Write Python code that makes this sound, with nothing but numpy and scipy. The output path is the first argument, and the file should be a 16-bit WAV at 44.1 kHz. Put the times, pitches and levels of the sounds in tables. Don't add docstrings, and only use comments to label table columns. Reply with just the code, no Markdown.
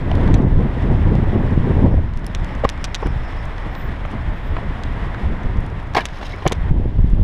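import sys
import numpy as np
from scipy import signal
from scipy.fft import rfft, irfft, next_fast_len
from scipy.io import wavfile
from scipy.ndimage import uniform_filter1d, minimum_filter1d

SR = 44100
rng = np.random.default_rng(int(sys.argv[2]) if len(sys.argv) > 2 else 0)


def convert_level_to_amplitude(level_db):
    exponent = np.asarray(level_db, float) / 20
    return 10 ** exponent


def inscribe(sig):
    pcm = np.round(np.clip(np.atleast_2d(sig).T, -1, 1) * 32767)
    wavfile.write(sys.argv[1], SR, pcm.astype(np.int16))


N = 318843


def noise():
    return rng.standard_normal(N)


def unit(x):
    return x / np.sqrt(np.mean(x ** 2))


def colour(x, spectrum):
    hz, db = np.transpose(spectrum)
    size = next_fast_len(N)
    log_hz = np.log(np.fft.rfftfreq(size, 1 / SR) + 1)
    shape_db = np.interp(log_hz, np.log(hz), db)
    return unit(irfft(rfft(x, size) * convert_level_to_amplitude(shape_db), size)[:N])


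def narrow(hz, width_hz):
    return colour(noise(), [(hz + k * width_hz, -12 * k * k) for k in range(-3, 4)])


def curves(table):
    s, *columns = np.transpose(table)
    return [np.interp(np.arange(N) / SR, s, column, left=-120, right=-120) for column in columns]


def walk(rate):
    k = int(SR / rate)
    steps = np.repeat(rng.standard_normal(N // k + 1), k)
    return unit(uniform_filter1d(uniform_filter1d(steps, k), k)[:N])


def wander(rate):
    steps = walk(rate)
    return steps - uniform_filter1d(steps, int(.25 * SR))


def even(x, seconds):
    size = uniform_filter1d(np.abs(signal.hilbert(x, next_fast_len(N))[:N]), int(seconds * SR))
    return unit(x / size)


def peak(s, db, rise_db_s, fall_db_s):
    late = np.arange(N) / SR - s
    return db - np.where(late < 0, -rise_db_s, fall_db_s) * late


def ring(force, modes, tilt_db, contact_ms):
    t_ms = np.arange(len(force)) / SR * 1000
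    hz, db, t60_ms = np.transpose(modes)[:, :, None]
    hz = hz * (1 + .04 * rng.standard_normal(hz.shape))
    db = db + tilt_db(hz) + 2 * rng.standard_normal(hz.shape)
    decay = 1000. ** (-t_ms / t60_ms)
    body = np.sum(convert_level_to_amplitude(db) * np.sin(2 * np.pi * hz * t_ms / 1000) * decay, axis=0)
    body *= (1 - np.exp(-t_ms / contact_ms)) ** 2
    sound = signal.fftconvolve(force, body)[:len(force)]
    return sound / np.abs(sound).max()


def add(out, s, sound):
    i = int(s * SR)
    out[i:i + len(sound)] += sound[:N - i]


def wind():
    # (start_s, buffet_db, flutter_over_buffet_db)
    headwind = [
        [(0.0, -28.5, 3), (0.12, -15, -1), (0.5, -17, 2.5), (0.7, -23, 2), (1.0, -16.5, 1), (1.4, -17.5, 0),
         (1.65, -20, 1.5), (1.85, -15.5, 0), (2.08, -24.5, -8), (2.45, -23, -6), (2.75, -26, -11.5),
         (3.2, -22, -13), (3.6, -25.5, -13.5), (4.0, -26.5, -11.5), (4.75, -25, -6), (5.25, -23, -4),
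         (5.65, -25.5, -3.5), (6.1, -29, -13), (6.45, -28, -8), (6.69, -21, -5.5)],
        [(6.705, -14.5, -9.5), (6.945, -20.5, -7.5), (7.23, -11, -16.5)],
    ]
    # (centre_s, heave_change_db, flutter_change_db, length_ms)
    gusts_and_lulls = [(0.309, 2, 0, 64), (0.46, -6.5, 1.5, 51), (0.53, 9, -6, 50), (0.59, 4, 3.5, 40),
                       (0.93, 3.5, 2, 48), (1.09, -6.5, -1.5, 47), (1.29, 2, 3, 14), (1.81, -1, 4.5, 72),
                       (1.88, 4.5, 2.5, 26), (1.97, 5.5, 7, 45), (2.04, 7.5, 6.5, 25), (2.17, 8.5, -2, 18),
                       (2.56, 5, 6, 18), (3.06, 7, 15.5, 17), (3.16, 3, 2, 31), (3.68, 1, 10, 41),
                       (3.89, 2.5, 11.5, 83), (4.15, 2, 12, 39), (4.29, 8, 4.5, 40), (4.51, 6, 3.5, 65),
                       (4.69, 3.5, 5, 32), (5.032, 8, 7, 10), (5.33, 5, 6, 15), (5.46, 14.5, 4, 17),
                       (5.591, 13.5, 4, 22), (6.629, 5.5, -5, 17), (6.72, 9, -6, 9.4), (6.78, 7, 3, 20),
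                       (6.888, 0, 7, 18), (7.01, 6.5, 0.5, 52), (7.129, 11.5, -8, 8.2)]
    # (pitch_hz, relative_level_db)
    buffet_spectrum = [(7.1, -35.5), (12, 0), (38, 5), (200, -18), (260, -53.5), (440, -120)]
    flutter_spectrum = [(35, -35), (60, -5.5), (86, -0.5), (236, -10.5), (375, -17), (610, -25), (981, -31),
                        (1400, -51.5), (1820, -63), (3080, -120)]
    # (centre_s, level_db, swing_ms)
    pops = [(0.29, -11.5, 0.65), (0.403, -2, 1.8), (0.451, -5.5, 2.8), (1.056, -5, 3.4), (1.088, -6.5, 2.8),
            (1.154, -11.5, 0.67), (1.29, -20, 4.1), (1.577, -2.5, 1.77), (6.714, -5, 2.4), (6.8, -13, 1.5),
            (6.858, -13, 1.2), (6.992, -7.5, 2.35), (7.045, -6.5, 2.3), (7.134, -7, 2.4),
            (7.193, -20.5, 1.3)]

    t = np.arange(N) / SR
    wind_db, over_db = curves(np.vstack(headwind))
    buffet_db = wind_db + 3 * wander(18)
    flutter_db = wind_db + over_db + 2 * wander(15)
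    for s, heave_change_db, flutter_change_db, length_ms in gusts_and_lulls:
        bump = np.exp(-((t - s) * 1000 / length_ms) ** 2)
        buffet_db = buffet_db + heave_change_db * bump
        flutter_db = flutter_db + flutter_change_db * bump

    buffet = even(colour(noise(), buffet_spectrum), 0.03)
    flutter = even(convert_level_to_amplitude(2.66 * walk(60)) * colour(noise(), flutter_spectrum), 0.065)
    out = convert_level_to_amplitude(buffet_db) * buffet + convert_level_to_amplitude(flutter_db) * flutter
    for s, db, swing_ms in pops:
        u = (t - s) * 1000 / swing_ms
        out = out + 3 * convert_level_to_amplitude(db) * u / (1 + u * u) ** 2
    return out


def wheels():
    # (start_s, roll_db)
    rolling = [
        [(0.0, -36.5), (0.26, -30.5), (0.45, -38), (0.86, -33.5), (1.14, -34.5), (1.77, -34), (1.94, -38.5),
         (2.16, -40.5), (2.48, -34), (2.89, -36), (3.3, -34), (4.38, -35.5), (5.02, -33.5), (5.9, -38),
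         (6.12, -37), (6.7, -36.5)],
        [(6.706, -45), (7.23, -45)],
    ]
    # (pitch_hz, relative_level_db)
    wheel_spectrum = [(150, -30), (250, -0.5), (382, -6.5), (436, -6), (708, -2.5), (808, -4), (959, -2.5),
                      (1380, -8), (1950, -6), (2800, -22), (3640, -30), (6160, -120)]
    grit_spectrum = [(1290, -20.5), (2200, -9), (2550, -5.5), (3420, -5.5), (4510, -17.5), (5320, -18),
                     (5910, -24.5), (6960, -26.5), (8820, -29), (13300, -40.5), (13900, -42.5),
                     (14800, -38), (15500, -50.5)]
    first_grit_db, second_grit_db = -14.5, -10.5

    roll_db, = curves(np.vstack(rolling))
    cut_s = rolling[1][0][0]
    before_cut = np.arange(N) / SR < cut_s
    grit_db = roll_db + np.where(before_cut, first_grit_db, second_grit_db)

    rough = wander(24.99)
    roll = unit(convert_level_to_amplitude(0.69 * rough) * colour(noise(), wheel_spectrum))
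    grains = noise() * convert_level_to_amplitude(2.1 * rng.exponential(size=N) * (rng.random(N) < .02))
    grit = unit(convert_level_to_amplitude(0.43 * rough + 1.1 * wander(70)) * colour(grains, grit_spectrum))
    whirr = unit(convert_level_to_amplitude(4.1 * wander(30)) * narrow(5250, 600))
    whirr_db = peak(3.22, -58.5, rise_db_s=12.5, fall_db_s=20)
    return convert_level_to_amplitude(roll_db) * roll + convert_level_to_amplitude(grit_db) * grit + convert_level_to_amplitude(whirr_db) * whirr


def knocks():
    # (start_s, peak_db, hardness_db per octave above the pivot,
    # weight_db per octave below the pivot, time_to_height_of_shove_ms)
    blows = [(0.114, -12, 4, -12, 1.02), (2.636, -6, -26, 7, 2.5), (2.6425, -11.5, 6.5, 0, 2.4),
             (2.6485, -2, -2.5, 3.5, 1.17), (2.6511, -3.5, -0.5, 6.5, 1.3), (3.0245, -12.5, -14, -4, 3.34),
             (3.06, -20, 6.5, -9.5, 2.7), (3.0696, -17, -1, 3, 1.84), (4.05, -18, -4, -13, 1.05),
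             (4.5655, -13.5, 0.5, -20, 1.5), (4.582, -21, -10, -16, 1.5), (5.9341, -25, 1, 14, 1.2),
             (5.948, -9.5, 9.5, -19, 0.84), (5.95, -7.5, -7.5, -28, 2.35), (5.965, -7, 7, -13, 1.6),
             (5.9625, -14, 2, -14, 1.5), (5.969, 0, 4.5, -19, 0.81), (5.9711, -3.5, 1.5, -14, 1.1),
             (5.9749, -9, 4, -19, 1.7), (5.9785, -9.5, 2, -14, 1), (5.9822, -6, 4, -14, 1.57),
             (5.9874, -12, 1, -15, 1.7), (5.997, -15, 4, -13, 1.03), (6.004, -14.5, 10, -8, 3.3),
             (6.0144, -22, 11, -14, 3.3), (6.2115, -23, 1, -15, 2.3), (6.228, -19, -1, -20, 1.38),
             (6.3375, -23, 4, 7, 4.3), (6.421, -19.5, 2.5, -9, 3.5), (6.4532, -8, -10, -17, 2.6),
             (6.462, -3.5, 5.5, 7, 0.88), (6.4644, -3, -1, -3, 1.2), (6.4671, -9, 7, 9, 1.52),
             (6.5103, -12, -4.5, -4, 3.7), (6.524, -5.5, 6.5, 10, 0.59)]
    # (pitch_hz, relative_level_db, t60_ms)
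    frame = [(135, -0.5, 18), (211, -11, 16), (334, -15, 39), (442, 10, 16.4), (508, 9, 15), (600, 9.5, 16),
             (763, 14.5, 14.6), (870, -9.5, 11), (995, 12, 15), (1260, 14, 5.6), (1613, 1, 24),
             (1760, 10.5, 7.9), (2200, -2, 24), (2680, -6, 9.3), (2760, -7, 17), (3580, -10, 9.9),
             (3340, -29, 9.8), (4380, -16, 3.1), (5040, -24, 5.3), (6480, -24, 3.5), (8050, -28, 1.5),
             (10050, -31, 1.8), (12100, -38, 1.9)]
    pivot_hz = 750

    out, t_ms = np.zeros(N), np.arange(SR // 12) / SR * 1000
    for s, db, hard_db, heavy_db, shove_ms in blows:
        push = t_ms / shove_ms
        shove = rng.standard_normal(len(push)) * push * np.exp(-push)
        shove[int(shove_ms * SR / 1000)] += 2.5

        def tilt_db(hz):
            return np.where(hz > pivot_hz, hard_db, -heavy_db) * np.log2(hz / pivot_hz)

        contact_ms = 0.19 * 2 ** (-max(hard_db, -8) / 8)
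        add(out, s, convert_level_to_amplitude(db) * ring(shove, frame, tilt_db, contact_ms))
    return out


def scratch_noise():
    return noise() * convert_level_to_amplitude(3.5 * np.minimum(rng.exponential(size=N), 5) * (rng.random(N) < .05))


def slide(scratches):
    # (start_s, level_db)
    pressure = [(6.0, -63), (6.05, -55), (6.1, -56), (6.16, -51), (6.2, -53), (6.23, -48), (6.245, -49),
                (6.265, -45), (6.3, -52.5), (6.33, -47), (6.355, -53), (6.38, -58), (6.425, -56),
                (6.46, -59), (6.5, -69), (6.56, -59)]
    # (pitch_hz, width_hz, relative_level_db)
    ledge = [(910, 200, -3.5), (2200, 460, 2.5), (3900, 350, -4.5), (5200, 600, -0.5), (6450, 500, -8.5),
             (7600, 700, -27), (8800, 800, -17.5), (10700, 1100, -30)]
    # (pitch_hz, relative_level_db)
    rasp_spectrum = [(1500, -10.5), (3000, 12.5), (5500, -0.5), (8000, -13.5), (11000, -17), (14000, -23),
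                     (15500, -35.5)]

    slips_db = walk(40) + 3.4 * walk(280)
    drag = np.zeros(N)
    for hz, width_hz, db in ledge:
        catch_db = 3.0 * walk(60)
        drag += convert_level_to_amplitude(db + slips_db + catch_db) * narrow(hz, width_hz)
    rasp = unit(convert_level_to_amplitude(slips_db) * colour(scratches, rasp_spectrum))
    pressure_db, = curves(pressure)
    return convert_level_to_amplitude(pressure_db) * (unit(drag) + convert_level_to_amplitude(3.5) * rasp)


def crunches(scratches):
    # (loudest_s, level_db, rise_db_per_s, fall_db_per_s)
    bursts = [(2.645, -46, 2500, 2000), (2.652, -35, 3000, 6000), (3.03, -47, 2500, 1200),
              (5.951, -29, 9000, 2500), (5.9517, -29, 4000, 1200), (5.966, -26, 9000, 2500),
              (5.9705, -22.5, 3000, 900), (5.982, -37, 2500, 1200), (5.994, -43, 4000, 1500),
              (6.0055, -47, 6000, 600), (6.464, -38.5, 5000, 1200), (6.497, -53, 5000, 1500),
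              (6.514, -47, 5000, 1000)]
    # (pitch_hz, relative_level_db)
    crunch_spectrum = [(1500, -7), (3000, 2.5), (5300, -5.5), (7000, -17.5), (10000, -25), (14000, -28),
                       (15500, -39)]
    return sum(convert_level_to_amplitude(peak(*burst)) for burst in bursts) * colour(scratches, crunch_spectrum)


def squeaks():
    # (centre_s, peak_db, pitch_hz, length_ms)
    tones = [(6.215, -48, 3900, 6), (6.252, -41, 3850, 5.5), (6.266, -40, 3900, 5.2),
             (6.322, -39, 3870, 6.1), (6.338, -29, 2200, 9.4), (6.375, -48, 5200, 4),
             (6.406, -44, 4070, 4.9)]
    out, u = np.zeros(N), np.arange(SR // 20) / SR - .025
    for s, db, hz, length_ms in tones:
        swell = np.exp(-(u * 2000 / length_ms) ** 2)
        add(out, s - .025, convert_level_to_amplitude(db) * np.sin(2 * np.pi * hz * u) * swell)
    return out


def thuds():
    # (start_s, level_db before decay, pitch_hz, t60_ms)
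    landings = [(2.648, -20, 150, 44), (3.056, -27, 130, 49), (6.461, -3.5, 149, 57), (6.521, -6, 144, 25)]
    out, t = np.zeros(N), np.arange(SR // 8) / SR
    for s, db, hz, t60_ms in landings:
        add(out, s, convert_level_to_amplitude(db) * np.sin(2 * np.pi * hz * t) * 1000. ** (-t * 1000 / t60_ms))
    return out


def ticks():
    # (start_s, peak_db, sharpness_db per octave, rattle_ms)
    taps = [(0.1498, -40.5, 10, 3), (0.154, -23, -11, 6.1), (0.261, -44, 12, 5.5), (0.278, -20.5, -22, 5.6),
            (0.342, -13.5, -9.5, 10.6), (0.356, -44, 14.5, 2), (0.385, -38, -8, 2), (0.6065, -39, 2, 2),
            (0.823, -27, -9.5, 2.7), (1.1534, -23.5, -11, 2.2), (2.137, -28, -19, 3), (2.194, -37, -12, 2),
            (2.2455, -28, -11, 3.7), (2.266, -19.5, 10.5, 3.7), (2.277, -33, -10, 2),
            (2.3494, -11, -8.5, 7.3), (2.3995, -34, -12, 2), (2.446, -23, 1.5, 1.4), (2.552, -32, -1, 2),
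            (2.6913, -7, -6, 3.3), (2.695, -24, 6, 2), (2.696, -23.5, 4, 2), (2.6987, -13.5, -8, 4),
            (2.777, -29, -16, 3), (2.8426, -7.5, -7.5, 13), (2.8471, -11.5, -7, 10), (2.946, -7, -8, 5.1),
            (2.9508, -8, -7, 10), (3.07, -28, 5.5, 4), (3.324, -33, -11, 3), (3.4544, -35, 9, 4),
            (3.5815, -22.5, -22, 4), (3.752, -21.5, -20.5, 4.5), (4.836, -18, -12, 5.5),
            (5.1466, -17.5, -29, 2.4), (5.4335, -34, -4, 3), (5.572, -32, -9, 4), (5.6054, -38.5, 9, 3),
            (5.664, -35, 4, 3), (5.83, -45, 10, 2), (5.872, -37.5, -2, 4), (5.9378, -25, -12, 3.4),
            (5.994, -34, 0, 4), (6.0552, -7, -4, 3.8), (6.0605, -24, -1, 2), (6.0635, -21, -6, 3),
            (6.087, -23, -18, 4), (6.172, -44, 8, 4), (6.187, -43, 13, 1.8), (6.293, -44, 10, 4),
            (6.363, -43, 8, 2), (6.443, -44, 10, 3.3), (6.4769, -10.5, -4, 2), (6.4766, -12, 8.5, 2),
            (6.4792, -12, 1.5, 2), (6.4815, -19, -7, 2), (6.4832, -13, -15, 4), (6.4963, -25, -8, 2.6),
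            (6.521, -10.5, -5, 2), (6.523, -16, 7, 2), (6.524, -13, -4.5, 2), (6.528, -16.5, -2.5, 1.8),
            (6.5305, -14, -10, 3.1)]
    # (pitch_hz, relative_level_db, t60_ms)
    housing = [(1550, -19, 3.8), (2430, 1.5, 1.77), (3380, 7.5, 2.03), (4640, 5.5, 1.68), (5810, -0.5, 4.2),
               (6550, -8, 2.1), (9840, -6.5, 3.4), (10400, -24, 2.5), (12800, -17, 2)]

    out, t_ms = np.zeros(N), np.arange(SR // 20) / SR * 1000
    faint = []
    for when, luck in rng.random((22, 2)):
        faint_db = -43 - 3 * np.log(1 - luck)
        faint.append((when * (N / SR - .1), faint_db, 5.5, 4.0))

    for s, db, sharp_db, rattle_ms in np.vstack([taps, faint]):
        chance = rng.random(len(t_ms))
        rebounds = rng.standard_normal(len(t_ms)) * np.where(chance < .03, 1.7, .45)
        rebounds = uniform_filter1d(rebounds, size=3)
        force = convert_level_to_amplitude(-21.5) * rebounds * np.exp(-(t_ms / rattle_ms) ** 3)
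        force[0] = -1

        def tilt_db(hz):
            return sharp_db * np.log2(hz)

        contact_ms = 0.052 * 2 ** (-max(sharp_db, -16) / 16)
        add(out, s, convert_level_to_amplitude(db) * ring(force, housing, tilt_db, contact_ms))
    return out


def whistle():
    # (loudest_s, level_db before flutter, rise_db_per_s, fall_db_per_s, stop_s)
    swells = [(3.8, -56, 200, 150, 3.92), (4.36, -71, 300, 30, 4.585)]
    flutter, t = convert_level_to_amplitude(3.7 * walk(45)), np.arange(N) / SR
    loudness = sum(convert_level_to_amplitude(peak(*swell)) * (t < stop_s) for *swell, stop_s in swells)
    return flutter * narrow(14300, 300) * loudness


def scene():
    scratches = scratch_noise()
    ledge_sounds = slide(scratches) + crunches(scratches) + squeaks()
    return (wind() + wheels() + knocks() + ledge_sounds + thuds() + ticks() + whistle())[None]


def roll_off(x):
    return signal.sosfilt(signal.butter(12, 15820, fs=SR, output="sos"), x)


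def record(dry):
    dull = signal.sosfilt(signal.butter(6, 14800, fs=SR, output="sos"), dry)
    hold = SR // 100
    room = np.minimum(1, .93 / (np.abs(dull) + 1e-9))
    gain = uniform_filter1d(minimum_filter1d(room, hold), hold)
    return roll_off(dull * gain)


dry = scene()
out = record(dry)
inscribe(out)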